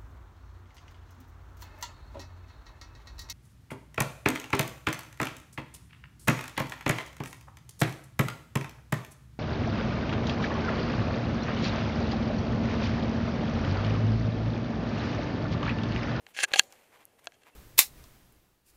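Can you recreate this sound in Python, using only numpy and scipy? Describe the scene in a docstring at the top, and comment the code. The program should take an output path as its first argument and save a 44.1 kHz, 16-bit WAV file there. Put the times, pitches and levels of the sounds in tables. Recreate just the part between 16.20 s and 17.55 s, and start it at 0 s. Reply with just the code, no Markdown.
"""Metal gear handled in the woods

Close against a body-worn camera's microphone, metal gear scrapes twice, knocks and snaps home.
Each knock and scrape rings the same small, well-damped case; the steel itself sings only faintly.
Then come light ticks, a small hollow clack, faint rattles and soft rubbing over quiet woodland air."""
import sys
import numpy as np
from scipy import signal
from scipy.fft import rfft, irfft, next_fast_len
from scipy.io import wavfile
from scipy.ndimage import map_coordinates

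SR = 44100
rng = np.random.default_rng(int(sys.argv[2]) if len(sys.argv) > 2 else 0)


def unload_wav(signal):
    """Save mono or channel-first audio to the path in sys.argv[1] as 16-bit WAV at rate SR, clipped to [-1, 1]."""
    wavfile.write(
        sys.argv[1],
        SR,
        np.round(np.clip(np.atleast_2d(signal).T, -1, 1) * 32767).astype(np.int16),
    )


N = 59535

# resonances of the case (frequency [Hz], width [Hz], level [dB])
CASE_MODES = [(553, 190, -13), (790, 57, -8), (1204, 350, -14), (1640, 82.7, 4.5), (2120, 580, -4),
              (2734, 260, 0), (3226, 210, -1.5), (4285, 300, -5), (5960, 780, -10.5), (7168, 880, -10),
              (9050, 580, -18), (14900, 1200, -34)]
# blows on the case (time [s], strength [dB], bass [dB], ring [dB], bite [dB], treble [dB],
# thud [dB], crunch [dB])
BLOWS = [(0.0661, -39.5, 9.5, -1, 5.5, -6, -22.5, -1), (0.165, -35, 10, 2, 5.5, -1.5, -31, -1),
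         (0.1889, -14, -1, 1, -4.5, -20, -41, -8.5), (0.2338, -11, 0, 1, -2.5, -9.5, -29.5, -3),
         (0.2397, -9.5, -2.5, 0.5, -6.5, -0.5, -33, -3), (.3177, -31, 16.5, -3, -0.5, -7.5, -3.5, -8),
         (0.333, -28.5, -16, -0.5, 0.5, -11, -15.5, -1), (0.3365, -8.5, 4, -0.5, 1.5, -6, -19, -4),
         (0.3401, -12, 3.5, -0.5, -0.5, -13.5, -25.5, -5.5), (0.3592, -13, 4.5, -3, 1, -5.5, -42.5, -2),
         (0.3935, -15.5, 0, -1, -9.5, -9, -10, -8.5), (0.3946, -4, -1, 3.5, 8.5, 10, -17, -5)]
# pressure of the long scrape and of the slide into the snap (time [s], level [dB])
SCRAPE_PRESSURE = [(.13, -81.5), (.148, -47.5), (.163, -51.5), (.172, -38), (.186, -41), (.207, -32.5),
                   (.218, -38), (.23, -29), (.235, -21), (.247, -30), (.256, -59.5), (.266, -87.5)]
SLIDE_PRESSURE = [(.325, -80), (.342, -26), (.356, -44.5), (.364, -32.5), (.373, -40), (.386, -35),
                  (.393, -20), (.402, -43), (.425, -62.5), (.46, -78.5)]
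# grit of each stroke, and the hiss that goes straight to the microphone (frequency [Hz], level [dB])
SCRAPE_GRIT = [(100, -10), (400, -4.5), (900, -1), (1600, -3), (2700, 0.5), (4000, -4), (5200, 3),
               (6500, 0.5), (9500, 2.5), (14000, 0)]
SLIDE_GRIT = [(100, 3.5), (500, 2.5), (900, 3.5), (1600, -4), (3000, 3.5), (4300, -1), (6500, -4),
              (9500, 3), (14000, 1)]
DIRECT_HISS = [(100, -47.5), (400, -29), (1100, -21), (2000, -7.5), (5000, -14), (8200, -25), (10500, -16),
               (11500, -30), (15000, -32.5)]
# stick-slip squeak during the slide (time [s], pitch [Hz], level [dB])
SQUEAK_PATH = [(.358, 3196, -71.5), (.366, 3170, -39), (.384, 3300, -37.5), (.3905, 3163, -22),
               (.395, 3400, -40), (.399, 3160, -82.5)]
# stick-slip creaks (time [s], half length [s], pitch [Hz], glide [share of pitch per s], level [dB])
CREAK_TONES = [(.19, .007, 790, 1, -46), (.237, 0.0034, 9140, -11, -26), (.238, 0.0054, 2665, 0, -25.5),
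               (.242, .007, 1640, -0.5, -28.5), (0.363, 0.0071, 781, 10.5, -33),
               (1.338, .009, 2670, 3, -69.5)]
# tiny hard ticks (time [s], level [dB], centre [Hz])
TICK_CONTACTS = [(0.325, -30, 6564), (0.4349, -33, 5550), (0.5243, -29, 6000), (0.8534, -24.5, 12000),
                 (1.045, -36, 9800), (1.0573, -36, 7700)]
# resonances of a small hollow part (frequency [Hz], width [Hz], level [dB])
HOLLOW_MODES = [(694, 74, 3.5), (990, 295, -4.5), (1400, 120, -1), (1625, 77, 0.5), (2650, 340, 0),
                (3300, 180, -1), (3930, 240, -4.5), (4320, 110, -6.5), (6150, 650, -6)]
# jiggles of loose gear (time [s], half length [s], level [dB])
RATTLE_SWELLS = [(1.12, 0.0023, -55.5), (1.143, 0.012, -63.5), (1.22, .004, -64), (1.234, .003, -57)]
# rubs of cloth and strap (time [s], half length [s], level [dB], treble [dB])
RUB_SWELLS = [(0.096, 0.029, -65, 6.5), (0.286, 0.0063, -52, 2.5), (0.318, 0.03, -49.5, -11),
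              (0.413, 0.039, -70.5, 19.5), (0.53, 0.025, -69, 5), (0.596, 0.14, -66, 3),
              (0.752, 0.025, -57.5, -7), (0.816, 0.025, -60, -4), (.993, 0.0084, -63, 4),
              (1.049, 0.025, -61, -0.5), (1.279, 0.022, -56, -6.5)]
# colour of the cloth, the woodland air and the echo off the trees (frequency [Hz], level [dB])
CLOTH_COLOUR = [(100, -17.5), (500, -4), (900, 2.5), (1300, -1.5), (2300, 0), (5000, -13.5), (15000, -14)]
AIR_COLOUR = [(25, -9.5), (90, -1.5), (200, -3), (480, 1.5), (780, -2.5), (1100, -9), (2200, -10.5),
              (4000, -19.5), (10000, -16.5), (15000, -19.5)]
ECHO_COLOUR = [(100, -22.5), (350, -9.5), (1000, -26), (2000, -49), (12000, -35.5)]
# decay of that echo (frequency [Hz], time to fall by 60 dB [s])
ECHO_DECAY = [(100, 0.26), (600, 1), (2000, 0.13), (12000, 1)]


def knocks(strength_db=23.5, crunch_s=0.0012, thud_hz=467):
    """Right at the microphone, each blow crushes a little grit, rings the case and gives a dull thud."""
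    out, t = np.zeros(N), np.arange(4096) / SR
    for s, db, *tone_db, thud_db, crunch_db in BLOWS:
        crunch = rng.standard_normal(len(t)) * np.exp(-t / crunch_s)
        push = (t == 0) + amp(crunch_db) * crunch / np.linalg.norm(crunch)
        ring = filtered(push, lambda f: case(f, *tone_db))
        thud = filtered(push, lambda f: amp(thud_db) / (1 + 1j * f / thud_hz) ** 2)
        add(out, s, amp(db + strength_db) * (ring - thud))
    return out


def case(f, bass_db=0, ring_db=0, bite_db=0, treble_db=0):
    """The case's response; the place and hardness of a contact favour its low, middle or high modes."""
    favour = [(800, bass_db), (1450, ring_db), (1800, ring_db), (2200, 0), (2800, 0),
              (3250, bite_db), (4300, bite_db), (6200, treble_db), (9500, treble_db), (13000, 0)]
    return sum((-1) ** k * amp(db + along(favour, hz)) * resonance(f, hz, width)
               for k, (hz, width, db) in enumerate(CASE_MODES))


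def scrape(pressure, colour, slips_per_s=1000, spread_db=6, smooth_share=0.93):
    """Dense irregular slips under the stroke's pressure drive the case and hiss through the air."""
    level_db, = curves(pressure)
    slips = (rng.random(N) < slips_per_s / SR) * amp(spread_db * rng.standard_normal(N))
    slips *= rng.choice([-1, 1], N)
    grit = coloured(unit(slips) + smooth_share * rng.standard_normal(N), colour)
    hiss = coloured(np.std(grit) * rng.standard_normal(N), DIRECT_HISS)
    stroke = filtered(grit * amp(level_db), case) + hiss * amp(level_db)
    return stroke / np.std(filtered(grit, case) + hiss)


def squeak(jitter=0.079, partials_db=(-2, 1.5, -11), flicker_db=4.8):
    """The sliding metal sticks and slips at an unsteady high pitch."""
    t = np.arange(N) / SR
    hz, level_db = curves(SQUEAK_PATH)
    phase = 2 * np.pi * np.cumsum(hz * (1 + jitter * wobble(2500))) / SR
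    tone = sum(amp(db) * np.sin((k + 1) * phase) for k, db in enumerate(partials_db))
    sliding = (t > SQUEAK_PATH[0][0]) & (t < SQUEAK_PATH[-1][0])
    return unit(tone * amp(flicker_db * wobble(900))) * amp(level_db) * sliding


def creaks(jitter=0.017):
    """Now and then a contact grips and gives a short, rough tone."""
    out, t = np.zeros(N), np.arange(N) / SR
    for s, half, hz, glide, db in CREAK_TONES:
        pitch = hz * (1 + glide * np.clip(t - s, -half, half) + jitter * wobble(1300))
        out += swell(s, half, db) * np.sqrt(2) * np.sin(2 * np.pi * np.cumsum(pitch) / SR)
    return out


def ticks(relative_width=0.8):
    """Small parts touch too lightly to ring the case."""
    out, tap = np.zeros(N), signal.unit_impulse(1024, 16)
    for s, db, hz in TICK_CONTACTS:
        burst = filtered(tap, lambda f: resonance(f, hz, relative_width * hz) ** 2)
        add(out, s, amp(db) * burst / np.linalg.norm(burst))
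    return out


def steel(contacts, hz=4470, width_hz=30, db=-18):
    """The contacts set one narrow mode of the steel singing faintly."""
    return amp(db) * filtered(contacts, lambda f: resonance(f, hz, width_hz))


def clack(at_s=1.0716, gain_db=0.5, soft_hz=6000):
    """A small hollow part is struck once, softly enough to dull its top end."""
    out = np.zeros(N)
    modes = lambda f: sum(amp(db) * resonance(f, hz, width) for hz, width, db in HOLLOW_MODES)
    add(out, at_s, amp(gain_db) * filtered(signal.unit_impulse(4096), modes))
    return filtered(out, lambda f: 1 / np.sqrt(1 + (f / soft_hz) ** 8))


def rattles(contacts_per_s=1200):
    """Loose gear jiggles: small clusters of feeble contacts on the case."""
    jiggle = sum(swell(s, half, db) for s, half, db in RATTLE_SWELLS)
    contacts = (rng.random(N) < contacts_per_s / SR) * rng.choice([-1, 1], N)
    return filtered(contacts * jiggle, case) / np.std(filtered(contacts, case))


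def rubs(grain_db=2, treble_hz=4000):
    """Cloth and strap shift beside the microphone in soft, grainy swells."""
    cloth = noise(CLOTH_COLOUR) * amp(grain_db * wobble(390))
    treble = filtered(cloth, lambda f: f * f / (f * f + treble_hz ** 2))
    return sum(swell(s, half, db) * (cloth + (amp(treble_db) - 1) * treble)
               for s, half, db, treble_db in RUB_SWELLS)


def tree_echo(gear):
    """From farther off, the trees scatter a faint tail back to the microphone."""
    hz, t, bands = signal.stft(rng.standard_normal(SR), SR, nperseg=256)
    decay = amp(-60 * t / along(ECHO_DECAY, hz)[:, None])
    _, tail = signal.istft(bands * decay, SR, nperseg=256)
    tail = coloured(tail / np.linalg.norm(tail), ECHO_COLOUR)
    return signal.fftconvolve(gear, tail)[:N]


def woodland_air(level_db=-67.5):
    """A low, steady hush lies all around."""
    return noise(AIR_COLOUR) * amp(level_db)


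def scene():
    """Gear and cloth up close, trees and quiet air behind, in mono."""
    gear = knocks() + scrape(SCRAPE_PRESSURE, SCRAPE_GRIT) + scrape(SLIDE_PRESSURE, SLIDE_GRIT)
    gear += squeak() + creaks() + ticks()
    gear += steel(gear) + clack() + rattles()
    return (woodland_air() + gear + tree_echo(gear) + rubs())[None]


def record(dry, top_hz=15400):
    """The body-worn camera rounds off the loudest peak and cuts steeply above its band limit."""
    rounded = dry[0] / (1 + np.abs(dry[0]) ** 6) ** (1 / 6)
    return filtered(rounded, lambda f: 1 / (1 + (f / top_hz) ** 100))[None]


def amp(db):
    """Decibels to gain."""
    return 10 ** (np.asarray(db) / 20)


def unit(x):
    """Scale to rms 1."""
    return x / np.sqrt(np.mean(x ** 2) + 1e-20)


def along(points, hz):
    """Interpolate (frequency [Hz], value) points on a log axis."""
    f, v = np.transpose(points)
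    return np.interp(np.log(hz + 1), np.log(f + 1), v)


def curves(rows):
    """One value per sample for each column after the time."""
    s, *cols = np.transpose(rows)
    return [np.interp(np.arange(N) / SR, s, c) for c in cols]


def swell(s, half, db):
    """A bell-shaped rise and fall in gain, peaking at time s."""
    return amp(db) * np.exp(-((np.arange(N) / SR - s) / half) ** 2)


def filtered(x, response):
    """Pass x through a complex frequency response."""
    m = next_fast_len(len(x) + 4096)
    return irfft(rfft(x, m) * response(np.fft.rfftfreq(m, 1 / SR)), m)[:len(x)]


def coloured(x, colour):
    """Equalise x by (frequency [Hz], level [dB]) points."""
    return filtered(x, lambda f: amp(along(colour, f)))


def resonance(f, hz, width):
    """A causal resonance with peak gain 1."""
    return 1j * f * width / (hz * hz - f * f + 1j * f * width)


def wobble(rate):
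    """A smooth random curve, rate knots a second."""
    return map_coordinates(rng.standard_normal(int(N * rate / SR) + 4), [np.arange(N) * rate / SR])


def noise(colour):
    """Coloured noise of rms 1."""
    return unit(coloured(rng.standard_normal(N), colour))


def add(track, s, sound):
    """Mix a sound in at time s."""
    part = track[round(s * SR):][:len(sound)]
    part += sound[:len(part)]


dry = scene()
out = record(dry)
unload_wav(out)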